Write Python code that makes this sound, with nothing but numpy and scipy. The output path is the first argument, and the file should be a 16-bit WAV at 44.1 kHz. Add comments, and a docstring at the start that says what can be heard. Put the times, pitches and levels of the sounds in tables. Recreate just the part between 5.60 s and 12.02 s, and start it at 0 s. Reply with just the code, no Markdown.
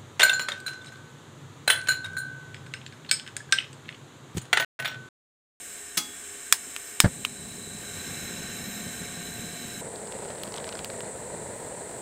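"""Gas hisses unlit from a camping stove on a wooden deck, amid the shimmer of bush crickets.
Metal clinks and a piezo lighter snaps twice, each by impulses that excite damped modes; the gas catches
with a puff of low noise. The valve is opened and the jet, filtered noise, excites the burner tube.
Then, from above the griddle, the flame is a hollow roar of shaped noise, and a crusty bun crackles
in short pitched bursts as it is laid on."""
import sys
import numpy as np
from scipy import signal
from scipy.fft import rfft, irfft
from scipy.io import wavfile

SR = 44100
rng = np.random.default_rng(int(sys.argv[2]) if len(sys.argv) > 2 else 0)


def generate_wav(signal):
    """Clip the signal to [-1, 1] and save it as 16-bit WAV at the path in sys.argv[1]."""
    frames = np.transpose(np.atleast_2d(signal))
    scaled = np.clip(frames, -1, 1) * 32767
    pcm = np.round(scaled).astype(np.int16)
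    wavfile.write(sys.argv[1], SR, pcm)


N = 282917
T = np.arange(N) / SR   # time, s
HZ = np.maximum(np.fft.rfftfreq(N, 1 / SR), 1)   # frequency bins, Hz

# gas flow, given by the level of the jet's hiss: time_s, level_db
GAS_FLOW = [(0, -46.5), (.3, -47.5), (1.3, -45.5), (1.6, -48.5), (2.1, -48), (2.4, -41), (2.8, -40.5),
            (3.4, -42), (4.2, -43.5)]
# resonances of the burner tube and head: frequency_hz, bandwidth_hz, relative_level_db
TUBE_MODES = [(1138, 82, -8), (1572, 140, 0), (1823, 33, 2), (2230, 234, -4), (2735, 160, -7),
              (3070, 76, -5.5), (3530, 130, -11), (5320, 94, -2.5), (6390, 120, -1.5), (7340, 96, 0),
              (11210, 170, -11), (13600, 190, -11)]
# noise spectra, each of them: frequency_hz, relative_density_db (per Hz)
JET_SPECTRUM = [(300, 7), (500, 5.5), (950, -2.5), (2500, 7.5), (3700, 3), (4700, -23.5), (5800, 3),
                (7000, 10.5), (10200, -4), (12000, -8), (14500, -15), (16000, -21)]
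FLAME_SIDE_SPECTRUM = [(25, -25), (50, -11.5), (90, -3), (140, -2.5), (190, 1.5), (245, -1), (305, -10.5),
                       (410, -8), (600, -14), (800, -16.5), (1100, -27), (2400, -74)]
FLAME_ABOVE_SPECTRUM = [(25, -27), (55, -10.5), (90, -6), (190, -2), (290, -9), (460, 1.5), (690, -3),
                        (790, -7.5), (980, -7), (1120, -17.5), (1900, -14), (2600, -25.5), (3300, -30),
                        (4100, -22), (5500, -41), (16000, -48)]
OUTDOOR_SPECTRUM = [(25, -14), (55, -24), (88, 1), (125, -9), (200, -0.5), (300, 5), (400, -2), (480, 0),
                    (900, -7), (1700, -11.5), (3500, -13), (15000, -17)]
CRICKET_SPECTRUM = [(5500, -21.5), (6500, -13.5), (7100, -4), (7700, 2), (8600, 1), (9300, -8),
                    (10200, -15.5), (11500, -27), (14000, -46)]
SNAP_SPECTRUM = [(60, -24), (300, -7), (600, -20), (900, 0), (1250, -11), (1800, 2), (2500, -8), (3500, -2),
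                 (5000, -4.5), (7000, -3.5), (8500, 2.5), (11500, -14), (14000, -8), (16000, -10)]
RELEASE_SPECTRUM = [(200, -40), (700, -36), (1220, -7), (1720, -15), (2320, 2), (3530, -4.5), (4700, -16),
                    (5580, -15), (7600, -12), (11000, -21), (15500, -25)]
CLINK_SPECTRUM = [(70, -33), (170, -7), (600, -14.5), (1400, -6.5), (2300, -6), (3500, -7), (6300, -0.5),
                  (8700, -5.5), (11500, -8.5), (15500, -13)]
PUFF_SPECTRUM = [(20, 0), (70, -5.5), (170, 1.5), (280, -12.5), (600, -11.5), (1100, -23), (1650, -16),
                 (2400, -30.5), (6000, -38.5), (15000, -63)]
CRUST_SPECTRUM = [(300, -17), (1200, 4.5), (2000, -3), (3300, 1), (5000, -3), (7000, -12), (11000, -17),
                  (16000, -39)]
# far-off droning: frequency_hz, bandwidth_hz, level_db
DRONE_TONES = [(83, 12, -71), (408, 19.4, -59)]
# steel touches steel and rattles: time_s, relative_level_db
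CLINK_HITS = [(0.3712, -23.5), (0.3742, -19.5)]
# ring of the stove's steel: frequency_hz, relative_level_db, t60_s
STEEL_MODES = [(174, -11, 0.27), (252, -11, 0.45), (326, -8.5, .28), (835, -13, 0.46), (1030, -19, 0.51),
               (1266, -6, 0.3), (2150, -10, 0.35), (2760, -14, 0.3), (3362, -1, 0.51), (4230, -5, 0.23),
               (4600, -10, 0.3), (4800, -5, 0.29), (5529, -11, .24), (6030, -5, .22), (6245, -7, .2),
               (6300, -6, .2), (7628, -7, .25), (8590, 3, 0.12), (10400, -9, 0.1), (10620, -18, .25),
               (14730, -9, .12)]
# strokes of the piezo hammer: time_s, relative_level_db
SNAP_HITS = [(.9250, 3), (1.4022, 3)]
# the trigger springs back: time_s, relative_level_db
RELEASE_HITS = [(1.1635, -17), (1.6497, -9.5)]
# hollow plastic body of the lighter: frequency_hz, relative_level_db, t60_s
HOUSING_MODES = [(1085, -5.5, 0.01), (1380, -1, 0.0073), (2400, -3, 0.012), (3380, -3, 0.0076),
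                 (4900, -12, 0.023), (5190, -17.5, 0.068), (6950, -5, 0.019), (8520, -3.5, 0.016),
                 (8950, -4.5, 0.012), (12450, -6.5, 0.01)]
# the gas catches, port after port: time_s, relative_level_db
PUFF_HITS = [(1.4440, -11.5), (1.4557, -15), (1.477, -31.5), (1.851, -33.5)]
# air under the griddle, set swinging by a puff: frequency_hz, relative_level_db, t60_s
CAVITY_MODES = [(78, -8, 0.076), (192, -2.5, 0.047)]
# the crust's big cracks: time_s, relative_level_db, pitch_hz, relative_treble_db
BIG_CRACKS = [(4.359, -30.5, 3850, -19), (4.4727, -30.5, 4800, -25), (4.523, -28, 2660, -24),
              (4.7053, -36, 3190, -20), (4.8351, -22, 4100, -11), (4.9412, -24, 3520, -22),
              (4.9641, -27.5, 5950, -15), (4.982, -24.5, 3290, -28), (5.0432, -24.5, 2850, -31),
              (5.0908, -23.5, 4370, -27), (5.1533, -26, 4870, -27), (5.1917, -25, 3290, -28),
              (5.2459, -21.5, 2800, -9), (5.3011, -26.5, 2640, -24), (5.406, -26.5, 2970, -11)]
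# fingers squeeze the bun: firmest_grip_s, crumbling_level_db
GRIP_SQUEEZES = [(4.8, -52), (6.3, -63)]

MOVE_S = 4.21   # from here on the stove is heard from above the griddle
# "FOLLOWS" is the share of the flow's swing in dB that a sound takes
REFERENCE_FLOW_DB = -42   # flow at which the levels of singing, flame and sizzle hold
SING_HZ, SING_WIDTH_HZ, SING_DB, SING_FOLLOWS = 3961, 150, -47, 0.46
SING_UNLIT_DB, DRAW_S = -9.5, 0.26   # change while unlit; time for the flame to draw air
SIZZLE_HZ, SIZZLE_WIDTH_HZ, SIZZLE_DB, SIZZLE_FOLLOWS = 13500, 800, -56, .7   # thin, at the nozzle
HUM_HZ, HUM_COLD_DB, HUM_HOT_DB, WARM_UP_S = 707, -65, -55, 2.1
FLAME_DB, FLAME_FOLLOWS, FLAME_ABOVE_DB = -42.5, 0.67, 3.5   # the last is a gain from above
GRIP_HOLD_S, GRIP_RISE_DB_PER_S, GRIP_FALL_DB_PER_S = 0.46, 22, 55
# small cracks: rate at the firmest grip, relative levels and range of pitch
CHIPS_PER_S, CHIP_DB, CHIP_SPREAD_DB, CHIP_TREBLE_DB = 16, -32.5, 3, -24
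CHIP_LOW_HZ, CHIP_HIGH_HZ = 2580, 5100
STOPBAND_HZ = 16400


def from_db(db):
    """Decibels are logarithmic: 20 dB is a factor of ten in amplitude."""
    return 10 ** (np.asarray(db) / 20)


def rms_one(x):
    """Normalization: dividing by the root mean square gives unit rms."""
    return x / np.sqrt(np.mean(x ** 2) + 1e-20)


def noise(spectrum):
    """Spectral shaping: white noise weighted over log frequency becomes coloured noise of rms 1."""
    hz, db = np.transpose(spectrum)
    weights = from_db(np.interp(np.log(HZ), np.log(hz), db))
    return rms_one(irfft(rfft(rng.standard_normal(N)) * weights, N))


def flutter(rate_hz, depth_db):
    """Random amplitude modulation: low-passed noise gives a gain wandering by depth_db rms."""
    slow = irfft(rfft(rng.standard_normal(N)) / (1 + (HZ / rate_hz) ** 2), N)
    return from_db(depth_db * rms_one(slow))


def resonate(x, hz, width_hz):
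    """Resonance: a pole pair near the unit circle passes a narrow band with a peak gain near 1."""
    radius = np.exp(-np.pi * width_hz / SR)
    numerator = np.array([1, 0, -1]) * (1 - radius * radius) / 2
    denominator = [1, -2 * radius * np.cos(2 * np.pi * hz / SR), radius * radius]
    return signal.lfilter(numerator, denominator, x)


def whistle(hz, width_hz):
    """Cascaded resonance: noise through two resonators becomes a wavering near-tone of rms 1."""
    narrow = resonate(rng.standard_normal(N), hz, width_hz)
    return rms_one(resonate(narrow, hz, 2 * width_hz))


def hum(hz):
    """Phase accumulation: summing a very slightly wandering frequency gives a tone of rms 1."""
    pitch_hz = hz * flutter(rate_hz=4, depth_db=.012)
    return np.sqrt(2) * np.sin(2 * np.pi * np.cumsum(pitch_hz) / SR)


def dying(hits, t60, rise=.0001):
    """Exponential decay: each hit (time_s, level_db) rises fast and falls 60 dB in t60 seconds."""
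    envelope = np.zeros(N)
    for s, db in hits:
        start = int(s * SR)
        age = T[:min(N - start, int(2 * t60 * SR))]
        onset = 1 - np.exp(-age / rise)
        envelope[start:start + len(age)] += from_db(db - 60 * age / t60) * onset
    return envelope


def ring(modes, hits):
    """Modal superposition: each hit (time_s, level_db) starts all damped modes of a body."""
    knocks = np.zeros(N)
    for s, db in hits:
        knocks[int(s * SR)] += from_db(db)
    age = T[:SR]
    tone = np.zeros(len(age))
    for k, (hz, db, t60) in enumerate(modes):
        polarity = (-1) ** k
        tone += polarity * from_db(db - 60 * age / t60) * np.sin(2 * np.pi * hz * age)
    return signal.fftconvolve(knocks, tone)[:N]


def flow(follows=1):
    """Flow dependence: a gain takes a share of the flow's dB swing; it is 1 at the reference flow."""
    return from_db(follows * (np.interp(T, *np.transpose(GAS_FLOW)) - REFERENCE_FLOW_DB))


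def since_lit(rise_s):
    """Linear growth: goes from 0 to 1 within rise_s once the gas has caught."""
    return np.clip((T - PUFF_HITS[0][0]) / rise_s, 0, 1)


def gas_jet():
    """Jet turbulence hisses and excites tube modes; one sings as the flame draws air, one hums when warm."""
    tube = np.zeros(N)
    for hz, width_hz, db in TUBE_MODES:
        tube += from_db(db) * resonate(rng.standard_normal(N), hz, width_hz)
    turbulence = from_db(-1.0) * rms_one(tube) + from_db(-8.5) * noise(JET_SPECTRUM)
    hiss = from_db(REFERENCE_FLOW_DB) * flow() * turbulence

    sing_gain = from_db(SING_DB + SING_UNLIT_DB * (1 - since_lit(DRAW_S))) * flow(SING_FOLLOWS)
    singing = sing_gain * whistle(SING_HZ, SING_WIDTH_HZ)

    hum_gain = from_db(HUM_COLD_DB + (HUM_HOT_DB - HUM_COLD_DB) * since_lit(WARM_UP_S))
    humming = hum_gain * hum(HUM_HZ)

    sizzle_gain = from_db(SIZZLE_DB) * flow(SIZZLE_FOLLOWS) * flutter(rate_hz=3, depth_db=2.2)
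    sizzle = sizzle_gain * whistle(SIZZLE_HZ, SIZZLE_WIDTH_HZ)
    return (hiss + singing + humming + sizzle) * flutter(rate_hz=42, depth_db=.5)


def crickets():
    """Incoherent addition: many distant bush crickets merge into one high, shimmering band."""
    shimmer = flutter(rate_hz=190, depth_db=0.43) * flutter(rate_hz=1, depth_db=0.53)
    return from_db(-43.0) * noise(CRICKET_SPECTRUM) * shimmer


def outdoors():
    """Broadband background: quiet open air is wavering noise, with narrow-band drones far away."""
    air = from_db(-54) * noise(OUTDOOR_SPECTRUM) * flutter(rate_hz=5.3, depth_db=1.9)
    drone = sum(from_db(db) * whistle(hz, width_hz) for hz, width_hz, db in DRONE_TONES)
    return air + drone


def clink():
    """Impact excitation: contacts clatter as noise, and the last leaves the steel's modes ringing."""
    contact = dying(CLINK_HITS, t60=0.048, rise=0.00065)
    tail = from_db(-10.5) * dying(CLINK_HITS, t60=0.18, rise=0.0045)
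    clatter = noise(CLINK_SPECTRUM) * (contact + tail)
    return clatter + from_db(-12.5) * ring(STEEL_MODES, CLINK_HITS[-1:])


def lighter():
    """Impulse response: hard snaps ring the housing and scatter off stove and table; returns are softer."""
    # the spark is a bright crack; the knock below it comes from the housing
    high_pass = signal.butter(2, 2200, "high", fs=SR, output="sos")
    spark = signal.sosfilt(high_pass, noise(SNAP_SPECTRUM) * dying(SNAP_HITS, t60=0.012))
    snaps = from_db(-2.5) * spark + from_db(-7) * ring(HOUSING_MODES, SNAP_HITS)
    scatter = from_db(-23.5) * noise(SNAP_SPECTRUM) * dying(SNAP_HITS, t60=0.11, rise=0.0046)

    return_click = dying(RELEASE_HITS, t60=0.0068)
    return_tail = from_db(-21.5) * dying(RELEASE_HITS, t60=0.058, rise=.002)
    returns = noise(RELEASE_SPECTRUM) * (return_click + return_tail)
    return snaps + scatter + returns


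def ignition():
    """Rapid gas expansion: pooled gas starts to burn, then puffs low and swings the cavity's air."""
    first_flame = dying([(1.436, -12.5)], t60=0.083, rise=0.01)
    puffs = from_db(-1.5) * dying(PUFF_HITS, t60=0.043, rise=0.0011)
    rush = noise(PUFF_SPECTRUM) * (first_flame + puffs)
    return rush + from_db(-.5) * ring(CAVITY_MODES, PUFF_HITS)


def flame(spectrum):
    """Unsteady combustion: the flame roars once the gas has caught, louder with more gas."""
    unsteadiness = flutter(rate_hz=70, depth_db=1.66) * flutter(rate_hz=14, depth_db=0.65)
    level = since_lit(.023) * from_db(FLAME_DB) * flow(FLAME_FOLLOWS)
    return level * noise(spectrum) * unsteadiness


def grip():
    """Loading and release: each squeeze builds slowly in dB, holds and lets go faster."""
    pressure = np.zeros(N)
    for s, db in GRIP_SQUEEZES:
        before = GRIP_RISE_DB_PER_S * np.maximum(s - T, 0)
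        after = GRIP_FALL_DB_PER_S * np.maximum(T - s - GRIP_HOLD_S, 0)
        pressure += from_db(db - before - after)
    return pressure * (T > MOVE_S)


def chips(pressure):
    """Poisson process: small cracks come at random, more often under a firm grip; rows as in BIG_CRACKS."""
    chance = CHIPS_PER_S * (pressure / pressure.max()) ** 2 / SR
    rows = []
    for s in T[rng.random(N) < chance]:
        db = CHIP_DB + CHIP_SPREAD_DB * rng.standard_normal()
        pitch_hz = CHIP_LOW_HZ + (CHIP_HIGH_HZ - CHIP_LOW_HZ) * rng.random()
        rows.append((s, db, pitch_hz, CHIP_TREBLE_DB))
    return rows


def bun():
    """Brittle fracture: dry cracks, each flake with its own pitch, lie over a fine crumbling."""
    pressure = grip()
    # about 260 crumbs a second, heard in two bands
    crumbs = (rng.random(N) < 260 / SR) * rng.standard_normal(N)
    crumbling = rms_one(resonate(crumbs, 1240, 800) - from_db(-8.0) * resonate(crumbs, 4500, 2400))

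    cracks = BIG_CRACKS + chips(pressure)
    crack_hits = [(s, db) for s, db, hz, treble in cracks]
    treble_hits = [(s, db + treble) for s, db, hz, treble in cracks]
    flakes = sum(ring([(hz, 0, .003)], [(s, db)]) for s, db, hz, treble in cracks)
    tearing = noise(CRUST_SPECTRUM) * dying(crack_hits, t60=0.0098)
    high_pass = signal.butter(2, 7000, "high", fs=SR, output="sos")
    edge = signal.sosfilt(high_pass, rng.standard_normal(N)) * dying(treble_hits, t60=.003)
    return from_db(-0.5) * flakes + from_db(-4.5) * tearing + from_db(12) * edge + pressure * crumbling


def scene():
    """Acoustic shielding: from above, the griddle hides the jet and the gap under it colours the flame."""
    above = np.clip((T - MOVE_S) / 0.003, 0, 1)
    from_side = gas_jet() + flame(FLAME_SIDE_SPECTRUM)
    from_above = from_db(FLAME_ABOVE_DB) * flame(FLAME_ABOVE_SPECTRUM)
    stove = (1 - above) * from_side + above * from_above
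    return (stove + crickets() + outdoors() + clink() + lighter() + ignition() + bun())[None]


def record(dry):
    """Overload and band limiting: peaks beyond full scale are clipped, then a steep low-pass cuts the top."""
    low_pass = signal.cheby2(14, 60, STOPBAND_HZ, fs=SR, output="sos")
    return signal.sosfilt(low_pass, np.clip(dry, -1, 1))


dry = scene()
out = record(dry)
generate_wav(out)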